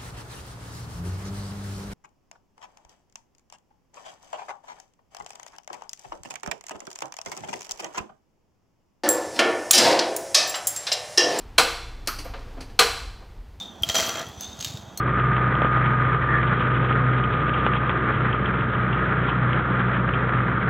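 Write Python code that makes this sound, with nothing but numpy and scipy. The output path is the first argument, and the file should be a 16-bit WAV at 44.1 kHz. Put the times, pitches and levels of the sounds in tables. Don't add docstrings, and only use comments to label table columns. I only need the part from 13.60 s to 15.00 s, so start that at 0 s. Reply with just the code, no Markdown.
import sys
import numpy as np
from scipy import signal
from scipy.fft import rfft, irfft, next_fast_len
from scipy.io import wavfile

SR = 44100
rng = np.random.default_rng(int(sys.argv[2]) if len(sys.argv) > 2 else 0)


def inscribe(sig):
    pcm = np.round(np.clip(np.atleast_2d(sig).T, -1, 1) * 32767)
    wavfile.write(sys.argv[1], SR, pcm.astype(np.int16))


N = 61739
T = np.arange(N) / SR


# start_s, crack_db, glass_db
GLASS_LANDINGS = [(0.2338, -39, -29), (0.2897, -19, -50), (0.2961, -22, -24), (0.345, -18.5, -22),
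                  (0.3528, -16.5, -17), (0.3565, -20, -42), (0.3875, -23, -21.5), (0.3995, -19.5, -19),
                  (0.4265, -36, -22), (0.44, -36, -50), (0.4918, -20.5, -20.5), (0.5557, -30, -25.5),
                  (0.5715, -32, -25), (0.5934, -29, -37), (0.6153, -33, -36)]
# time_s, pile_db, wall_db
TUMBLE_LEVELS = [(.22, -59, -60), (.3, -37.5, -42.5), (.34, -47.5, -37.5), (.36, -31, -23.5),
                 (.42, -34, -35), (.48, -33, -32), (.54, -37.5, -43), (.6, -33, -40), (.65, -42.5, -50.5),
                 (.76, -55, -62)]
# pitch_hz, level_db, ring_s (time to fade by 60 dB)
GLASS_TONES = [(610, -16.5, 0.13), (655.3, -1.5, 0.17), (1195, -7.5, 0.052), (1367, -5.5, 0.12),
               (1927, -9.5, 0.028), (2060, -5, 0.053), (2585, -7.5, 0.052), (7200, -5, 0.032)]
# frequency_hz, level_db
KNOCK_COLOUR = [(70, -13.5), (170, 2), (400, 2), (720, 4), (950, -3.5), (1300, 5), (2400, -7),
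                (4000, -10.5), (10000, -46)]
KNOCK_DB, GLASS_RING_DB, TUMBLE_RING_DB = -3.5, -7, -6


def glass():
    def tones(push):
        return sum((-1) ** k * from_db(db) * ring(push, hz, ring_s)
                   for k, (hz, db, ring_s) in enumerate(GLASS_TONES))
    start_s, _, glass_db = np.transpose(GLASS_LANDINGS)
    pile_db, _ = levels_or_pitches(TUMBLE_LEVELS)
    landings = clicks(start_s, glass_db)
    patter = tiny_touches()
    knocks = from_db(KNOCK_DB) * crunch(landings, fade_s=.02) + from_db(pile_db) * patter
    landing_ring = from_db(GLASS_RING_DB) * tones(landings)
    tumble_ring = from_db(pile_db + TUMBLE_RING_DB) * unit_level(tones(patter))
    return colour(knocks, KNOCK_COLOUR) + landing_ring + tumble_ring


# start_s, crack_db, tick_db, upper_ring_db
WALL_STRIKES = [(0.2227, -57, -64, -37.5), (0.2336, -28, -5, -33), (0.299, -27, -11.5, -23),
                (0.3635, -35, -14, -24), (0.3673, -40, -19, -28), (0.4053, -26, -18, -20.5),
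                (0.464, -51, -31, -23.5), (0.494, -42, -38, -21), (0.597, -48, -25.5, -31)]
# pitch_hz, level_db, ring_s
WALL_UPPER_TONES = [(5890, -2, .03), (5951, -7, .17)]
TICK_HZ, TICK_RING_S, TICK_SPLIT_HZ = 3214, .038, 43
UPPER_RATTLE_DB = -3.5


def glass_wall():
    def upper_ring(push):
        return sum(from_db(db) * ring(push, hz, ring_s) for hz, db, ring_s in WALL_UPPER_TONES)
    start_s, _, tick_db, upper_db = np.transpose(WALL_STRIKES)
    _, wall_db = levels_or_pitches(TUMBLE_LEVELS)
    hits = clicks(start_s, tick_db)
    pair = sum(ring(hits, TICK_HZ + way * TICK_SPLIT_HZ / 2, TICK_RING_S) for way in (-1, 1)) / 2
    ticks = pair - ring(hits, TICK_HZ, ring_s=.007)
    rattle = unit_level(ring(scrape(TICK_HZ), TICK_HZ, TICK_RING_S))
    rattle += from_db(UPPER_RATTLE_DB) * unit_level(upper_ring(tiny_touches()))
    return ticks + upper_ring(clicks(start_s, upper_db)) + from_db(wall_db) * rattle


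# time_s, level_db
JOSTLE_LEVELS = [(0, -45), (.09, -61.5), (.22, -62), (.25, -49), (.31, -36), (.34, -39), (.36, -29.5),
                 (.41, -28.5), (.48, -36), (.51, -39.5), (.61, -46), (.65, -51.5), (.78, -55.5),
                 (.83, -41.5), (.89, -51), (.99, -53), (1.06, -38), (1.2, -53), (1.3, -61.5)]
# frequency_hz, level_db
CRACK_COLOUR = [(300, -48), (1300, -6.5), (1900, -5), (3000, 0), (4200, 3.5), (5300, -1), (6500, 0.5),
                (7600, -0.5), (8500, -13), (15000, -13.5)]
CLICK_BOOST_DB = 4


def ice_cracks():
    hits = np.zeros(N)
    for table in (BOWL_STRIKES, WALL_STRIKES, GLASS_LANDINGS):
        start_s, crack_db = np.transpose(table)[:2]
        hits += clicks(start_s, crack_db)
    jostle_db, = levels_or_pitches(JOSTLE_LEVELS)
    jostle = from_db(jostle_db) * tiny_touches()
    return colour(from_db(CLICK_BOOST_DB) * hits + crunch(hits, fade_s=.016) + jostle, CRACK_COLOUR)


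# start_s, level_db
CORNER_HITS = [(0.223, -35.5), (0.2334, -29), (0.465, -38), (.4865, -32), (.6854, -44), (0.8088, -35),
               (1.3749, -28)]
# frequency_hz, level_db
SNAP_COLOUR = [(2500, -9.5), (6000, -3.5), (9000, -6.5), (14500, -2)]


def corner_snaps():
    hits = clicks(*np.transpose(CORNER_HITS))
    return colour(from_db(CLICK_BOOST_DB) * hits + crunch(hits, fade_s=.028), SNAP_COLOUR)


# start_s, crack_db, low_ring_db, upper_ring_db; the first row, at 0.001 s, has the bowl
BOWL_STRIKES = [(0.001, -70, -32, -40), (0.0254, -49, -43, -49), (0.6669, -39, -41, -38.5),
                (0.7745, -57, -60, -44.5), (0.8093, -40, -45, -28.5), (0.8415, -51, -43, -30.5),
                (0.9289, -52, -47, -37), (0.991, -35.5, -56, -36), (1.0036, -31, -44, -50),
                (1.0082, -28.5, -46, -27.5), (1.0124, -32, -45, -54), (1.0256, -28.5, -34, -33),
                (1.0463, -19.5, -26, -30), (1.0494, -29.5, -33, -46), (1.1725, -37.5, -37.5, -50)]
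# time_s, low_ring_db, upper_ring_db
SKATE_LEVELS = [(0, -38.5, -54), (.08, -49, -60), (.2, -62, -72), (.78, -58, -58.5), (0.832, -40.5, -39.5),
                (.88, -47.5, -50), (.97, -55.5, -58), (1.06, -44, -47), (1.2, -58.5, -59.5),
                (1.35, -63.5, -66.5)]
# time_s, low_pitch_hz, upper_pitch_hz
BOWL_PITCHES = [(.05, 3620, 6150), (.7, 3370, 6120), (0.779, 3520, 6020), (0.819, 3560, 6270),
                (.93, 3680, 6306), (1.05, 3700, 6470)]
# offset_share_of_pitch, level_db
BOWL_CLOSE_TONES = [(-.015, -5), (0, -3.5), (.019, -8)]
BOWL_RING_S = 0.051
RASP_HZ, RASP_DB, RASP_FADE_DB_PER_S = 3383, -55.5, 4.5


def bowl():
    start_s, _, *hit_dbs = np.transpose(BOWL_STRIKES)
    pitches, skate_dbs = levels_or_pitches(BOWL_PITCHES), levels_or_pitches(SKATE_LEVELS)
    sound = from_db(RASP_DB - RASP_FADE_DB_PER_S * T) * scrape(RASP_HZ)
    for hz, hit_db, skate_db in zip(pitches, hit_dbs, skate_dbs):
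        hits, slips = clicks(start_s, hit_db), scrape(hz)
        for offset, db in BOWL_CLOSE_TONES:
            tone_hz = hz * (1 + offset)
            singing = from_db(skate_db) * unit_level(ring(slips, tone_hz, BOWL_RING_S))
            struck = ring(uneven(hits), tone_hz, BOWL_RING_S)
            sound += from_db(db) * (struck + singing)
    return sound


# pitch_hz, level_db, ring_s
RIM_TONES = [(4307, -33, .09), (5997, -34, .03), (6400, -32, .05), (7985, -33, .03)]


def rim_clink(start_s=1.3745):
    return sum(ring(clicks(np.array([start_s]), db), hz, ring_s) for hz, db, ring_s in RIM_TONES)


# pitch_hz, level_db, ring_s
SHIMMER_TONES = [(9840, -14, .07), (11020, -17, .04), (12400, -11, .035), (13640, -13, .07),
                 (14700, -14, .035)]
SHIMMER_HIT_DB, SHIMMER_RATTLE_DB = -13.5, -28.5


def shimmer():
    start_s, _, _, upper_db = np.transpose(WALL_STRIKES)
    _, wall_db = levels_or_pitches(TUMBLE_LEVELS)
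    hits = clicks(*np.transpose(CORNER_HITS)) + clicks(start_s, upper_db + SHIMMER_HIT_DB)
    rattle = from_db(wall_db + SHIMMER_RATTLE_DB) * tiny_touches()
    return sum(from_db(db) * ring(uneven(hits + rattle), hz, ring_s) for hz, db, ring_s in SHIMMER_TONES)


# start_s, level_db
HANDLING_THUMPS = [(0.213, -25.5), (0.267, -35), (0.288, -28.5), (.415, -36), (0.539, -37), (0.667, -33.5),
                   (0.692, -33.5), (0.772, -31.5), (0.882, -33), (0.987, -33), (1.063, -32), (1.099, -31.5),
                   (1.141, -25), (1.19, -34.5), (1.23, -34.5), (1.275, -35)]
THUMP_HZ, THUMP_SWELL_S, THUMP_SPREAD_OCTAVES = 97, 0.0028, 0.49


def handling():
    swell = (T / THUMP_SWELL_S) ** 2 * np.exp(-T / THUMP_SWELL_S)
    pitches = THUMP_HZ * 2 ** (THUMP_SPREAD_OCTAVES * rng.uniform(-1.1, 1, len(HANDLING_THUMPS)))
    sound = np.zeros(N)
    for (start_s, db), hz in zip(HANDLING_THUMPS, pitches):
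        thump = swell / swell.max() * np.sin(2 * np.pi * hz * T)
        sound += from_db(db) * np.interp(T - start_s, T, thump)
    return sound


def kitchen_echo(sound, fade_s=0.15, delay_s=0.0042):
    fade_in = np.clip(T / delay_s - 1, 0, 1)
    tail = rng.standard_normal(N) * from_db(-60 * T / fade_s) * fade_in
    return signal.fftconvolve(sound, tail / np.sqrt(np.sum(tail ** 2)))[:N]


# frequency_hz, level_db
ROOM_SHARED_COLOUR = [(35, -6.5), (70, 4), (130, -7.5), (200, 5.5), (270, -1.5), (520, -7), (750, -2),
                      (1500, -14), (2200, -28), (5500, -34.5), (9000, -43)]
# frequency_hz, level_db
ROOM_SIDE_COLOUR = [(90, -34), (200, -5), (1300, -10), (6000, -48.5)]
ROOM_SHARED_DB, ROOM_SIDE_DB, LEAN_RIGHT_DB = -46.5, -61, 2


def room_noise():
    shared = from_db(ROOM_SHARED_DB) * colour(rng.standard_normal(N), ROOM_SHARED_COLOUR)
    side = from_db(ROOM_SIDE_DB) * colour(rng.standard_normal(N), ROOM_SIDE_COLOUR)
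    return np.array([from_db(-LEAN_RIGHT_DB) * shared + side, from_db(LEAN_RIGHT_DB) * shared - side])


def clicks(start_s, level_db):
    sound = np.zeros(N)
    np.add.at(sound, np.clip((start_s * SR).astype(int), 0, N - 1), from_db(level_db))
    return sound


def tiny_touches(per_s=2200, spread_db=2.5):
    sizes = from_db(spread_db * np.minimum(rng.exponential(1, N), 4)) * rng.choice([-1, 1], N)
    return unit_level(sizes * (rng.random(N) < per_s / SR))


def scrape(hz, ring_s=.007):
    return unit_level(ring(ring(tiny_touches(), hz, ring_s), hz, ring_s))


def crunch(hits, fade_s):
    return die_away(hits, fade_s) * rng.standard_normal(N)


def uneven(hits, spread_db=1):
    strength = from_db(spread_db * np.clip(rng.standard_normal(N), -2, 2))
    return hits * strength * rng.choice([-1, 1], N)


def ring(push, hz, ring_s):
    turn = np.exp(2j * np.pi * np.cumsum(hz * np.ones(N)) / SR)
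    return (die_away(push / turn, ring_s) * turn).imag


def die_away(push, fade_s):
    return signal.lfilter([1], [1, -from_db(-60 / (fade_s * SR))], push + 1e-18)


def colour(sound, points):
    size = 2 * next_fast_len(N)
    hz, db = np.transpose(points)
    log_hz = np.log(np.fft.rfftfreq(size, 1 / SR) + 1)
    gain = unit_level(from_db(np.interp(log_hz, np.log(hz), db)))
    folded = irfft(np.log(gain))
    folded[1:size // 2] *= 2
    folded[size // 2 + 1:] = 0
    return irfft(rfft(sound, size) * np.exp(rfft(folded)))[:N]


def levels_or_pitches(rows):
    time_s, *columns = np.transpose(rows)
    return [np.interp(T, time_s, column) for column in columns]


def unit_level(sound):
    return sound / np.sqrt(np.mean(sound ** 2) + 1e-20)


def from_db(db):
    return 10 ** (np.asarray(db) / 20)


CLATTER_ECHO_DB, GLASS_WALL_ECHO_DB = -9.5, -16


def scene():
    clatter = ice_cracks() + corner_snaps() + shimmer() + bowl() + glass() + rim_clink()
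    ticks = glass_wall()
    echo = kitchen_echo(from_db(CLATTER_ECHO_DB) * clatter + from_db(GLASS_WALL_ECHO_DB) * ticks)
    return clatter + ticks + echo + handling() + room_noise()


LOW_CUT_HZ, HIGH_CUT_HZ = 50.5, 15800


def record(dry):
    thin = signal.sosfilt(signal.butter(3, LOW_CUT_HZ, "high", fs=SR, output="sos"), dry)
    return signal.sosfilt(signal.ellip(10, .2, 70, HIGH_CUT_HZ, fs=SR, output="sos"), thin)


dry = scene()
out = record(dry)
inscribe(out)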